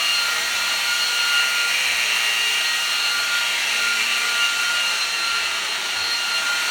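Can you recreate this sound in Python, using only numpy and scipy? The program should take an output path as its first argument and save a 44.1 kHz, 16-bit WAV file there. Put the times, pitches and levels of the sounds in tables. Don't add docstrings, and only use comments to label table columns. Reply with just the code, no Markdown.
import sys
import numpy as np
from scipy import signal
from scipy.fft import rfft, irfft
from scipy.io import wavfile
from scipy.ndimage import map_coordinates

SR = 44100
rng = np.random.default_rng(int(sys.argv[2]) if len(sys.argv) > 2 else 0)


def log_audio(samples):
    frames = np.atleast_2d(samples).T
    limited = np.clip(frames, -1, 1)
    pcm = np.round(limited * 32767).astype(np.int16)
    wavfile.write(sys.argv[1], SR, pcm)


N = 295470
TIME = np.arange(N) / SR

# (time [s], speed [turns per second])
MOTOR_SPEED = [(0.0, 235.6), (0.27, 233.4), (0.52, 234.5), (1.08, 237.7), (1.17, 236.0), (1.84, 234.3),
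               (3.0, 234.4), (3.3, 235.8), (3.91, 234.3), (4.27, 236.5), (4.48, 233.5), (4.78, 236.4),
               (5.02, 230.3), (5.16, 230.2), (5.7, 233.1), (5.98, 236.3), (6.38, 233.1), (6.7, 237.7)]
# (time [s], pace [standing waves crossed per second])
TOOL_PACE = [(1.3, 7.53), (1.8, 2.8), (2.4, 2.36), (2.9, 7), (3.9, 5.82), (4.5, 12.17), (6.7, 10.07)]
# (time [s], base level [dB])
WHINE_FIRST = [(0.0, -43.4), (0.319, -34), (1.09, -32), (1.19, -25.5), (1.67, -26.5), (1.79, -43.5),
               (3.37, -26.5), (3.58, -37.5), (4.83, -25.5), (5.09, -33), (5.83, -36.5), (6.7, -29)]
WHINE_SECOND = [(0.0, -30), (0.58, -44), (1.35, -23), (1.72, -31.2), (2.6, -25.2), (3.38, -36.9),
                (3.86, -32), (4.98, -31), (5.82, -38), (6.7, -32)]
WHINE_THIRD = [(0.0, -34), (1.63, -32), (2.0, -47), (2.55, -43.5), (3.08, -29.5), (3.62, -42.1),
               (5.22, -31.2), (5.64, -36.9), (6.28, -30), (6.7, -30.5)]
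# (gain [dB], echoes' share of power at average pace [0-1], flutter depth [0-1])
WHINE_HARMONICS = [(-0.7, .1, 0), (0.5, 0.22, 0.23), (0, .22, 0.18)]
# (time [s], harmonic [1-3], half length [s], change [dB])
SPOT_CROSSINGS = [(0.12, 2, 0.12, 10.5), (0.2, 3, 0.1, 8.5), (0.217, 1, 0.093, 11.5), (0.717, 2, 0.048, 16),
                  (0.823, 1, 0.027, -14), (0.92, 1, 0.06, 6.5), (1.025, 2, 0.03, 8), (1.216, 3, 0.033, 7.5),
                  (2.694, 3, 0.065, 12.5), (3.51, 2, 0.08, 7), (3.87, 1, 0.14, 11), (4.054, 1, 0.053, -17),
                  (4.433, 2, 0.043, 12), (4.81, 2, 0.12, 9.5), (5.151, 2, 0.03, 10.5), (5.34, 1, 0.077, 7),
                  (5.384, 2, 0.15, 4.5), (5.98, 1, 0.054, 7), (6.129, 3, 0.026, 9), (6.333, 1, 0.04, 7),
                  (6.379, 2, 0.036, 11)]
# (time [s], base level [dB])
OFF_CENTRE_TONE = [(0.0, -35.5), (0.4, -48.8), (0.75, -40.3), (1.9, -46), (2.94, -46), (3.13, -37.5),
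                   (3.9, -46.3), (4.11, -37), (4.52, -38.5), (4.76, -42.5), (6.7, -51)]
# (pitch [multiple of pad speed], base level [dB])
STRONG_WHEEL_TONES = [(15, -53.5), (43, -51), (44, -43.5), (46, -43.5), (48, -43), (52, -47.5), (66, -37.5),
                      (70, -41.5), (75, -42.5), (81, -43.5), (82, -40), (86, -42), (93, -36), (94, -36),
                      (95, -40), (108, -39.5), (143, -43), (144, -46), (151, -42.5)]
# (frequency [Hz], base level [dB per tone])
CASE_SPECTRUM = [(200, -63.5), (450, -63), (650, -53), (830, -57.5), (1060, -57.5), (1400, -48.5),
                 (1750, -52.5), (2600, -55), (3100, -44), (3500, -49), (4200, -45), (4900, -66.5),
                 (5800, -55.5), (9000, -65.5)]
# (pitch [multiple of motor speed], base level [dB])
SHAFT_TONES = [(2, -54.5), (4, -47), (7, -53.5), (8, -40), (10, -41), (11, -43), (13, -39.5), (14, -43),
               (17, -69), (19, -40.5), (20, -50), (24, -46.5), (25, -48.5), (29, -47.5), (31, -47),
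               (36, -49.5), (37, -69), (42, -56.5), (48, -54), (66, -65), (72, -61)]
# (time [s], strength [relative])
RING_STRENGTH = [(0.0, -29.5), (1.32, -28.5), (1.9, -25.5), (2.35, -26.5), (2.97, -29.5), (3.94, -25.5),
                 (4.75, -29.5), (6.35, -32.5), (6.7, -28.5)]
# (frequency [Hz], base level [dB per Hz])
RUB_SPECTRUM = [(110, -102), (180, -79.5), (450, -81), (650, -70.5), (930, -66.5), (1080, -68.5),
                (1650, -65), (1950, -58.5), (2750, -54.5), (3400, -63), (4200, -57), (4550, -62),
                (5100, -77)]
# (time [s], relative level [dB])
SCRUB_LEVEL = [(0.0, -40.5), (0.55, -35), (1.0, -38), (4.46, -38.5), (4.94, -37), (4.99, -38.5),
               (5.96, -38), (6.15, -39), (6.31, -37), (6.7, -34.5)]
# (frequency [Hz], base level [dB per Hz])
AIR_SPECTRUM = [(3800, -73), (4950, -73.5), (5650, -66), (6500, -68), (7700, -74.5), (8500, -71),
                (9500, -74), (10450, -81.5), (11200, -79), (13000, -80.5), (15500, -81.5), (17000, -83)]
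# (time [s], relative level [dB])
TREBLE_LEVEL = [(0.0, -39.5), (0.68, -40), (2.2, -39.5), (3.69, -42.5), (4.2, -41.5), (5.72, -47),
                (6.7, -42.5)]
# (frequency [Hz], base level [dB per Hz])
GROAN_SPECTRUM = [(260, -94), (310, -76), (375, -67.5), (430, -68), (520, -92)]
# (time [s], half length [s], rise [dB])
SLAB_SWELLS = [(.5, 0.34, 5), (3.98, 0.33, 10.5)]
# (delay [ms], level against the direct sound [dB])
NEAR_ECHOES = [(1.3, -22.5), (3.4, -17), (6.1, -11), (10.7, -7.5)]
# (time [s], pitch [Hz], level [dB], decay [s])
WORKER_THUDS = [(1.86, 120, -53, 0.059), (1.88, 45, -56, 0.04), (5.955, 104, -47, 0.022),
                (6.0, 84.9, -48, 0.023)]
# (frequency [Hz], base level [dB per Hz])
RUMBLE_SPECTRUM = [(20, -100), (38, -92), (58, -78), (95, -81), (140, -89.5), (300, -100)]
# (time [s], gain [dB])
RUMBLE_GAIN = [(0, -1), (.82, 0.5), (1.3, -5.5), (1.95, 2), (2.5, -2), (3.6, 0.5), (4.7, -5.5), (5.3, 0.5),
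               (6.7, 1)]

GEAR_TEETH, WHEEL_TEETH = 6, 49
CORNER_S, CORNER_HALF_S = 5.78, 0.52
CORNER_AIR_DB, CORNER_GROAN_DB = -3, 13


def gear_whine(turns, pad_turns, path, pace):
    off_centre_db = curves(OFF_CENTRE_TONE)[0] - 1
    out = undb(off_centre_db) * np.sin(2 * np.pi * (GEAR_TEETH - 1) * turns)
    levels = (WHINE_FIRST, WHINE_SECOND, WHINE_THIRD)
    for k, (table, (gain_db, usual_share, depth)) in enumerate(zip(levels, WHINE_HARMONICS), 1):
        spot_db = sum(db * swell(s, half) for s, which, half, db in SPOT_CROSSINGS if round(which) == k)
        echo_share = np.clip(usual_share * (pace / pace.mean()) ** 1.9, 0, 1)
        direct = np.sqrt(1 - echo_share) * undb(spot_db)
        echoes = room_echoes(echo_share, path, rate=0.7 * k)
        flutter = 1 + depth * np.sin(2 * np.pi * (4 * pad_turns + rng.random()))
        stutter_db = 1.85 * wander(22)
        level_db = curves(table)[0] + gain_db + stutter_db
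        tone = np.exp(2j * np.pi * (k * GEAR_TEETH * turns + rng.random()))
        out += undb(level_db) * flutter * ((direct + echoes) * tone).real
    return np.sqrt(2) * out


def wheel_buzz(pad_turns, pad_hz, path):
    multiples, db = np.transpose(STRONG_WHEEL_TONES)
    strong = shaft_tones(pad_turns, np.round(multiples), undb(db), path, echo_share=0.76)
    others = np.setdiff1d(np.arange(7, 330), np.round(multiples))
    gains = gain_at(CASE_SPECTRUM, others * pad_hz) * undb(rng.uniform(-8, 3, len(others)))
    return strong + shaft_tones(pad_turns, others, gains, path, echo_share=0.9)


def motor_tones(turns, path):
    multiples, db = np.transpose(SHAFT_TONES)
    return shaft_tones(turns, np.round(multiples), undb(db), path, echo_share=0.79)


def shaft_tones(turns, multiples, gains, path, echo_share):
    hold = 64
    out = np.zeros(N)
    for multiple, gain in zip(multiples, gains):
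        echoes = room_echoes(echo_share, path[::hold], rate=1)
        stutter = undb(2.6 * wander(22, TIME[::hold]) - 1.5)
        start_phase = np.exp(2j * np.pi * rng.random())
        heard = gain * stutter * (np.sqrt(1 - echo_share) + echoes) * start_phase
        heard = np.repeat(heard.astype(np.complex64), hold)[:N]
        cycles = multiple * turns
        angle = (2 * np.pi * (cycles - np.floor(cycles))).astype(np.float32)
        out += heard.real * np.cos(angle) + heard.imag * np.sin(angle)
    return np.sqrt(2) * out


def case_ring(sound, ring):
    band = signal.sosfiltfilt(signal.butter(2, (1900, 2620), "bandpass", fs=SR, output="sos"), sound)
    return band * undb(2.181 * ring) + (sound - band) * undb(0.253 * ring)


def pad_rubbing(pad_turns, scrub_db, ring):
    scrub, chatter = split(noise(RUB_SPECTRUM), hz=1910)
    chatter = case_ring(chatter, 0.62 * ring) * undb(0.88 * wander(20) - 4.5)
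    wobble = 1 + 0.12 * np.sin(2 * np.pi * pad_turns)
    return wobble * (scrub * undb(scrub_db + 0.86) + chatter)


def fan_hiss(turns, corner, treble_db):
    rush, top = split(noise(AIR_SPECTRUM), hz=10500)
    pulse = (1 + 0.071 * np.sin(2 * np.pi * turns)) * undb(0.35 * wander(20))
    return pulse * (rush * undb(0.51 + CORNER_AIR_DB * corner) + top * undb(treble_db - 0.5))


def stone_slab(turns, corner):
    hum_db = -60.5 + sum(rise * swell(s, half) for s, half, rise in SLAB_SWELLS)
    hum = np.sqrt(2) * undb(hum_db) * np.sin(2 * np.pi * turns)
    groan = undb(-13.5 + CORNER_GROAN_DB * corner) * noise(GROAN_SPECTRUM)
    return hum + groan


def room_echoes(share, path, rate):
    return np.sqrt(share / 2) * (wander(rate, path) + 1j * wander(rate, path))


def add_near_echoes(sound, path):
    out, power = sound, 1
    for delay_ms, db in NEAR_ECHOES:
        delay_s = delay_ms / 1000 * (1 + 0.0369 * wander(0.12, path))
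        out = out + undb(db) * map_coordinates(sound, [(TIME - delay_s) * SR], order=3, mode="wrap")
        power += undb(db) ** 2
    return out / np.sqrt(power)


def worker_thuds():
    out = np.zeros(N)
    for start, hz, db, decay in WORKER_THUDS:
        age = np.maximum(TIME - start, 0)
        rise_and_fall = np.e * age / decay * np.exp(-age / decay)
        out += undb(db) * rise_and_fall * np.sin(2 * np.pi * hz * age)
    return out


def kitchen_rumble():
    return noise(RUMBLE_SPECTRUM) * undb(curves(RUMBLE_GAIN)[0] + 2.5 * wander(6.4))


def undb(db):
    return 10 ** (np.asarray(db) / 20)


def curves(table):
    times, *columns = np.transpose(table)
    return [np.interp(TIME, times, column) for column in columns]


def gain_at(spectrum, hz):
    points_hz, db = np.transpose(spectrum)
    return undb(np.interp(np.log(hz + 1e-9), np.log(points_hz), db))


def noise(spectrum):
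    hz = np.arange(N // 2 + 1) * SR / N + 1e-3
    low_cut = 1 + (0.8 * spectrum[0][0] / hz) ** 8
    high_cut = 1 + (0.9 * hz / spectrum[-1][0]) ** 24
    shape = gain_at(spectrum, hz) / np.sqrt(low_cut * high_cut)
    return irfft(rfft(rng.standard_normal(N)) * shape, N) * np.sqrt(SR / 2)


def split(sound, hz):
    low = signal.sosfiltfilt(signal.butter(4, hz, fs=SR, output="sos"), sound)
    return low, sound - low


def wander(rate, along=TIME):
    steps = np.convolve(np.repeat(rng.standard_normal(512), 4), np.hanning(9), "same") / 3.4
    return np.interp(along * rate * 4 + 8, np.arange(len(steps)), steps)


def swell(centre_s, half_s):
    return np.exp(-((TIME - centre_s) / half_s) ** 2)


def scene():
    motor_hz, = curves(MOTOR_SPEED)
    turns = np.cumsum(motor_hz * (1 + 0.00079 * wander(30))) / SR
    gear_ratio = GEAR_TEETH / WHEEL_TEETH
    pad_turns = turns * gear_ratio
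    pace, = curves(TOOL_PACE)
    path = np.cumsum(pace) / SR
    corner = swell(CORNER_S, CORNER_HALF_S)
    slow_changes = curves(RING_STRENGTH) + curves(SCRUB_LEVEL) + curves(TREBLE_LEVEL)
    ring, scrub_db, treble_db = (curve - curve.mean() for curve in slow_changes)
    scrub_db += 0.9 * wander(9)
    buzz = wheel_buzz(pad_turns, motor_hz.mean() * gear_ratio, path) + motor_tones(turns, path)
    low_buzz, high_buzz = split(case_ring(buzz, ring), hz=4600)
    buzz = low_buzz + high_buzz * undb(0.5 * treble_db)
    whine = gear_whine(turns, pad_turns, path, pace)
    hiss = pad_rubbing(pad_turns, scrub_db, ring) + fan_hiss(turns, corner, treble_db)
    hiss = add_near_echoes(hiss, path)
    kitchen = kitchen_rumble() + worker_thuds()
    return (whine + buzz + hiss + stone_slab(turns, corner) + kitchen)[None]


def record(dry):
    return signal.sosfilt(signal.ellip(12, 0.1, 80, 17200, fs=SR, output="sos"), dry)


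dry = scene()
out = record(dry)
log_audio(out)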